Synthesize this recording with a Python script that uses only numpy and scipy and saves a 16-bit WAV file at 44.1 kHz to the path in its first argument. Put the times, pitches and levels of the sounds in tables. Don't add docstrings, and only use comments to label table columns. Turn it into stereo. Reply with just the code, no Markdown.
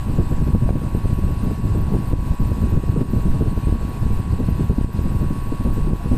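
import sys
import numpy as np
from scipy import signal
from scipy.fft import rfft, irfft
from scipy.io import wavfile
from scipy.ndimage import uniform_filter1d

SR = 44100
rng = np.random.default_rng(int(sys.argv[2]) if len(sys.argv) > 2 else 0)


def generate_wav(sig):
    pcm = np.round(np.clip(np.atleast_2d(sig).T, -1, 1) * 32767).astype(np.int16)
    wavfile.write(sys.argv[1], SR, pcm)


def voltage_ratio(decibels):
    exponent = np.asarray(decibels, float) / 20
    return 10 ** exponent


N = 272260
T = np.arange(N) / SR
SHAFT_HZ = 58.644


def evened(x):
    return x / np.sqrt(np.mean(x ** 2) + 1e-20)


def noise(points):
    hz = np.fft.rfftfreq(N, 1 / SR)
    f, db = np.transpose(points)
    shape = voltage_ratio(np.interp(np.log(hz + 1), np.log(f + 1), db, left=-99, right=-99))
    return evened(irfft(rfft(rng.standard_normal(N)) * shape, N))


def wander(hz):
    return noise([(.3, 0), (hz, 0), (3 * hz, -30)])


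def humps(rows):
    return sum(db * np.exp(-((T - s) / (length / 2)) ** 2) for s, db, length in rows)


def resonate(x, hz, width):
    turn = np.exp(2j * np.pi * np.cumsum(hz * np.ones(N)) / SR)
    r = np.exp(-np.pi * width / SR)
    smooth = signal.lfilter([1], np.convolve([1, -r], [1, -r]), x / turn)
    return evened((turn * smooth).real)


# (frequency [Hz], density [dB per Hz])
PUSH_SPECTRUM = [(6, 4), (12, 4.5), (32, -0.5), (80, -0.5), (130, -15.5), (250, -59)]
# (frequency [Hz], density [dB per Hz])
FLUTTER_SPECTRUM = [(50, -42), (90, -1), (130, -3.5), (200, -9), (350, -22), (700, -35)]
# (centre [s], rise [dB], length [s])
DRAUGHT_SWELLS = [(.14, 1, 0.13), (.4, 5.5, 0.11), (.55, 15, 0.034), (.66, 5, 0.072), (1.23, 5, 0.087),
                  (1.68, 4.5, 0.078), (1.8, 6.5, .1), (2.2, 8.5, 0.091), (2.32, -1, .1), (2.42, 7, .08),
                  (2.72, 5.5, 0.17), (3.3, 6, 0.083), (3.57, 3, 0.13), (3.68, 5, 0.067), (4.14, 7, 0.12),
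                  (4.31, 11, 0.037), (4.6, -0.5, 0.13), (5.67, 5.5, 0.052), (5.82, 7, 0.067),
                  (6.13, 5, 0.044)]


def draught(lumps_db):
    push_db, flutter_db, flutter_follows = -22, -24, 0.22
    swell_db = humps(DRAUGHT_SWELLS)
    push = evened(noise(PUSH_SPECTRUM) * voltage_ratio(lumps_db))
    flutter = evened(noise(FLUTTER_SPECTRUM) * voltage_ratio(3.55 * lumps_db))
    return push * voltage_ratio(push_db + swell_db) + flutter * voltage_ratio(flutter_db + flutter_follows * swell_db)


# (time [s], peak level [dB], 60 dB decay time [s])
EDDY_HITS = [(0.183, -7.5, 0.14), (0.464, -3, 0.088), (0.545, -20, 0.15), (0.754, -4.5, 0.048),
             (0.949, -7, 0.045), (0.813, -12, 0.054), (1.509, -1, 0.035), (1.744, -13.5, 0.14),
             (1.936, -6.5, 0.12), (2.131, 2, 0.029), (2.394, -15, 0.093), (2.515, 1.5, 0.025),
             (2.77, -1.5, 0.039), (2.833, -9, 0.057), (2.958, -10, 0.16), (3.008, -9.5, 0.14),
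             (3.13, -12, 0.11), (3.408, -2, 0.063), (3.572, -13.5, 0.081), (4.399, -11.5, 0.094),
             (4.483, 6.5, 0.026), (4.594, -13, 0.17), (4.696, -2, 0.061), (4.78, -5.5, 0.058),
             (4.987, -15, 0.052), (5.302, -8.5, 0.068), (5.518, -12, 0.13), (5.648, -9, 0.13),
             (5.866, -12.5, 0.072), (6.112, -5.5, 0.15)]
# (frequency [Hz], density [dB per Hz])
EDDY_SPECTRUM = [(60, -57), (120, 2), (180, -1.5), (280, -7), (450, -16.5), (900, -43.5)]
# (frequency [Hz], density [dB per Hz])
EDGE_SPECTRUM = [(200, -60), (350, 1), (500, -6), (750, -7.5), (1200, -10.5), (2500, -47)]


def eddies(lumps_db):
    body_power, edge_power = np.zeros(N), np.zeros(N)
    for s, db, t60 in EDDY_HITS:
        at = round(s * SR)
        t = np.arange(min(8000, N - at)) / SR
        rise = 1 - np.exp(-t / 0.0033)
        decay = t / max(t60, .02)
        body_power[at:at + len(t)] += (rise * voltage_ratio(db - 0.5 - 60 * decay)) ** 2
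        edge_power[at:at + len(t)] += (rise * voltage_ratio(db - 25 - 70 * decay)) ** 2
    small = voltage_ratio(np.minimum(3.5 * wander(hz=24.6) + 4.4 * lumps_db, 7) - 31.5)
    body = np.sqrt(body_power + small ** 2) * noise(EDDY_SPECTRUM)
    edge = np.sqrt(edge_power + (0.13 * small) ** 2) * noise(EDGE_SPECTRUM)
    return body + edge


# (centre [s], fall [dB], length [s])
AIR_LULLS = [(.02, 4, 0.14), (1.36, 4, 0.084), (2.25, 7.5, .08), (2.37, 11, 0.058), (2.59, 1, 0.13),
             (3.63, 6.5, 0.08), (3.95, 6, 0.14), (4.25, 6, 0.16), (4.67, 7.5, 0.052), (4.92, 4, 0.17),
             (5.14, 2.5, 0.047), (5.39, 5.5, 0.14), (5.57, 6, 0.062), (5.99, 9, 0.071)]


def lull_gain():
    return voltage_ratio(-humps(AIR_LULLS))


def vortex(core_ms):
    ms = np.arange(-1000, 1001) / SR * 1000
    return np.tanh(ms / core_ms) * np.exp(-np.hypot(ms, core_ms) / 4)


# (time [s], signed pressure swing [full scale], core time [ms])
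STRONG_VORTICES = [(0.203, 0.41, 0.69), (0.4692, 0.42, 1.5), (0.4913, 0.35, 1.1), (0.5501, 0.49, 0.3),
                   (0.7069, -0.5, 0.5), (0.9502, 0.34, 0.45), (1.057, 0.3, 0.47), (1.642, 0.41, 0.92),
                   (1.9483, 0.36, 0.4), (1.9672, 0.28, 0.52), (2.1375, 0.55, 0.55), (2.3105, 0.7, 1.5),
                   (2.5181, 0.32, 0.52), (2.776, 0.48, 0.92), (3.256, 0.33, 0.64), (3.413, 0.31, 0.56),
                   (3.5772, 0.35, 0.53), (3.6717, 0.37, 0.61), (3.726, 0.4, 0.55), (4.0664, 0.31, 0.67),
                   (4.4883, 0.23, 0.46), (4.5267, 0.47, 1.3), (4.6214, -0.42, 1.3), (4.6987, 0.47, 0.58),
                   (4.813, 0.35, 0.58), (4.846, 0.35, 0.67), (4.9924, 0.35, 0.56), (5.9340, 0.53, 0.55),
                   (6.114, 0.41, 0.99), (6.13, 0.31, 0.61)]


def vortices():
    strong = np.zeros(N + 2001)
    for s, swing, core_ms in STRONG_VORTICES:
        strong[round(s * SR):][:2001] += 1.3 * swing * vortex(1.1 * max(core_ms, .45))
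    arrives = rng.random(N) < 36 / SR
    weak = arrives * voltage_ratio(4.56 * np.minimum(rng.exponential(1, N), 2.2) - 21)
    weak = signal.oaconvolve(weak * lull_gain(), vortex(core_ms=0.92), "same")
    return strong[1000:N + 1000] + weak


def calm():
    s = np.transpose(STRONG_VORTICES)[0]
    marks = np.bincount(np.round(s * SR).astype(int), minlength=N)[:N]
    passing = signal.oaconvolve(marks, np.hanning(800), "same")
    return 1 - .72 * np.minimum(passing, 1)


# (time [s], peak level [dB], ring frequency [Hz])
MEMBRANE_SNAPS = [
    (0.6914, -29, 1560),
]


def snaps():
    out, t = np.zeros(N), np.arange(-100, 600) / SR
    jolt = 10.0 * np.exp(-(t / 0.00038) ** 2)
    body = np.cos(2 * np.pi * 600 * t) * np.exp(-((t - .002) / 0.0016) ** 2)
    late = np.exp(-((t - .0018) / .0009) ** 2)
    for s, db, hz in MEMBRANE_SNAPS:
        ring = 0.43 * np.sin(2 * np.pi * 2350 * t) + 0.45 * np.cos(2 * np.pi * hz * t)
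        out[round(s * SR) - 100:][:len(t)] -= voltage_ratio(db) * (jolt + body + ring * late)
    return out


# (multiple of the shaft speed, level [dB rms])
SHELL_TONES = [(13, -58), (14, -58), (16, -52), (17, -48.5), (18, -58.5), (19, -45.5), (20, -95), (21, -62),
               (23, -63.5), (24, -62.5), (25, -68), (26, -62), (27, -62), (28, -75), (29, -69), (30, -62.5),
               (31, -87), (32, -65.5), (33, -66.5), (35, -69), (38, -69.5), (40, -67.5), (43, -61),
               (44, -69), (45, -72), (46, -64.5), (47, -63), (48, -73), (51, -66.5), (52, -78)]


def compressor():
    drift, tremble = wander(hz=0.74), wander(hz=30.5)
    out = np.zeros(N)
    for order, db in SHELL_TONES:
        phase = 2 * np.pi * (order * SHAFT_HZ * T + rng.random()) + 0.032 * order * drift
        own_drift = 0.82 * np.roll(drift, int(order) * 74001)
        own_tremble = 0.88 * np.roll(tremble, int(order) * 4001)
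        out += np.sqrt(2) * voltage_ratio(db + own_drift + own_tremble) * np.sin(phase)
    return out


# (frequency [Hz], density [dB per Hz])
RUSH_SPECTRUM = [(300, -20), (550, -3.5), (900, -3.5), (1300, -14.5), (1550, -9.5), (2150, -16.5),
                 (2650, -16), (3250, -19.5), (4250, -16.5), (6000, -23.5), (8300, -19), (10300, -22.5),
                 (13400, -23.5)]


def fan():
    rush_db = -44.5
    beat = 1 + 0.04 * np.cos(4 * np.pi * SHAFT_HZ * T)
    return voltage_ratio(rush_db + 0.85 * wander(hz=8)) * beat * noise(RUSH_SPECTRUM)


def sputter():
    hz = 9.5
    return noise([(1.5, -8), (.7 * hz, -3), (hz, 0), (2.5 * hz, -12), (40, -30)])


# (centre [s], fall [dB], length [s])
VALVE_CHOKES = [
    (.15, 1, 0.44),
    (.75, 3, .15),
    (2.75, -2, .1),
    (3.73, 4, 0.12),
    (4.3, 4, .25),
    (5.8, 1, 0.37),
    (6.1, 4, .15),
]


def valve():
    hiss_db, whistle_db, sputter_db = -56, -59, 2
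    hiss_hz = 8330 + 200 * wander(hz=4.9)
    whistle_hz = 12080 + 30 * wander(hz=2.7)
    hiss = resonate(rng.standard_normal(N), hiss_hz, width=830)
    whistle = resonate(rng.standard_normal(N), whistle_hz, width=270)
    hiss *= voltage_ratio(hiss_db + 1.5 * wander(hz=28) + 1.24 * wander(hz=12))
    unsteady_db = sputter_db * sputter() + 1.9 * wander(hz=29)
    whistle *= voltage_ratio(whistle_db - humps(VALVE_CHOKES) + unsteady_db)
    return hiss + whistle


# (time [s], length [s], start [Hz], end [Hz], level [dB rms])
FIN_WHISTLES = [(1.68, .07, 1060, 1060, -52), (1.80, .2, 900, 875, -48), (1.79, .07, 5980, 5960, -66),
                (1.08, .06, 4350, 4380, -62), (3.62, .05, 2460, 2470, -58), (3.92, .08, 2480, 2460, -57),
                (4.28, .08, 1050, 1040, -50), (5.39, .2, 1070, 930, -49), (.655, .05, 620, 720, -42),
                (.8, .1, 650, 640, -50), (5.96, .12, 700, 690, -51)]


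def fins():
    out, breath, waver = np.zeros(N), wander(hz=30), wander(hz=40)
    for s, length, start_hz, end_hz, db in FIN_WHISTLES:
        at, count = round(s * SR), round(length * SR)
        hz = np.linspace(start_hz, end_hz, count) + 14 * waver[at:at + count]
        swell = np.hanning(count) ** .5 * voltage_ratio(db + 5.5 + 3 * breath[at:at + count])
        out[at:at + count] += swell * np.sin(2 * np.pi * np.cumsum(hz) / SR)
    return out


def flecks():
    orders, hop = np.arange(53, 110), 512
    slow = uniform_filter1d(rng.standard_normal((N // hop + 1, len(orders))), size=5, axis=0)
    levels = voltage_ratio(6 * evened(slow) - 82 - .12 * (orders - orders[0]))
    times = np.arange(len(slow)) * hop / SR
    out = np.zeros(N)
    for order, level in zip(orders, levels.T):
        out += np.interp(T, times, level) * np.sin(2 * np.pi * order * SHAFT_HZ * T)
    return out


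def scene():
    lumps_db = wander(hz=17.6)
    turbulence = draught(lumps_db) + eddies(lumps_db)
    wind = lull_gain() * calm() * turbulence + vortices() + snaps()
    mono = wind + compressor() + fan() + valve() + fins() + flecks()
    return np.array([mono, mono])


# (time [s], dip [dB])
GAIN_DIPS = [
    (0.549, 2),
    (0.701, 3.5),
    (1.55, 1.5),
    (2.13, 3.5),
    (2.77, 1.5),
    (3.018, 3.5),
    (3.41, 0.5),
    (4.7, 2.5),
    (4.849, 4.5),
    (5.9, 2),
]


def ducking_db():
    duck_s, recover_s = 0.011, 0.058
    times, dips = np.transpose(GAIN_DIPS)
    since = np.maximum(T - times[:, None], 0)
    shape = 2.0 * (1 - np.exp(-since / duck_s)) * np.exp(-since / recover_s)
    return -dips @ shape


SPREAD_BANDS = [4220, 4650, 5170, 5680, 6290, 6890, 7580, 8270, 8960, 9650, 10340, 11020, 11710, 12240,
                13100]


def separate_highs(mono):
    frames = dict(fs=SR, nperseg=1024, noverlap=768)
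    hz, _, z = signal.stft(mono, **frames)
    band, count = np.searchsorted(SPREAD_BANDS, hz), len(SPREAD_BANDS) + 1
    chance = uniform_filter1d(rng.standard_normal((z.shape[1], count)), size=7, axis=0)
    bar = np.where((hz < 5170) | (hz > 11710), .05, -.75)[:, None]
    inside = (band > 0) & (band < count - 1)
    apart = (evened(chance).T[band] > bar) & inside[:, None]
    power = np.array([np.mean(abs(z[band == b]) ** 2, 0) for b in range(count)])
    white = signal.stft(rng.standard_normal((2, N)), **frames)[2]
    flat = np.sqrt(power[band]) * white / np.sqrt(np.mean(abs(white) ** 2))
    spread = np.where(apart, voltage_ratio(-1.2) * flat + 0.35 * z, z)
    return signal.istft(spread, **frames)[1][:, :N]


def roll_off(x):
    return signal.sosfilt(signal.butter(12, 13460, fs=SR, output="sos"), x)


def record(dry):
    x = dry[0] * voltage_ratio(0.05 + ducking_db())
    ceiling = .49
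    x = x / (1 + abs(x / ceiling) ** 6) ** (1 / 6)
    edge = signal.firwin(1023, 13060, window=("kaiser", 8), fs=SR)
    x = signal.oaconvolve(separate_highs(x), edge[None], "same")
    return roll_off(x)


dry = scene()
out = record(dry)
generate_wav(out)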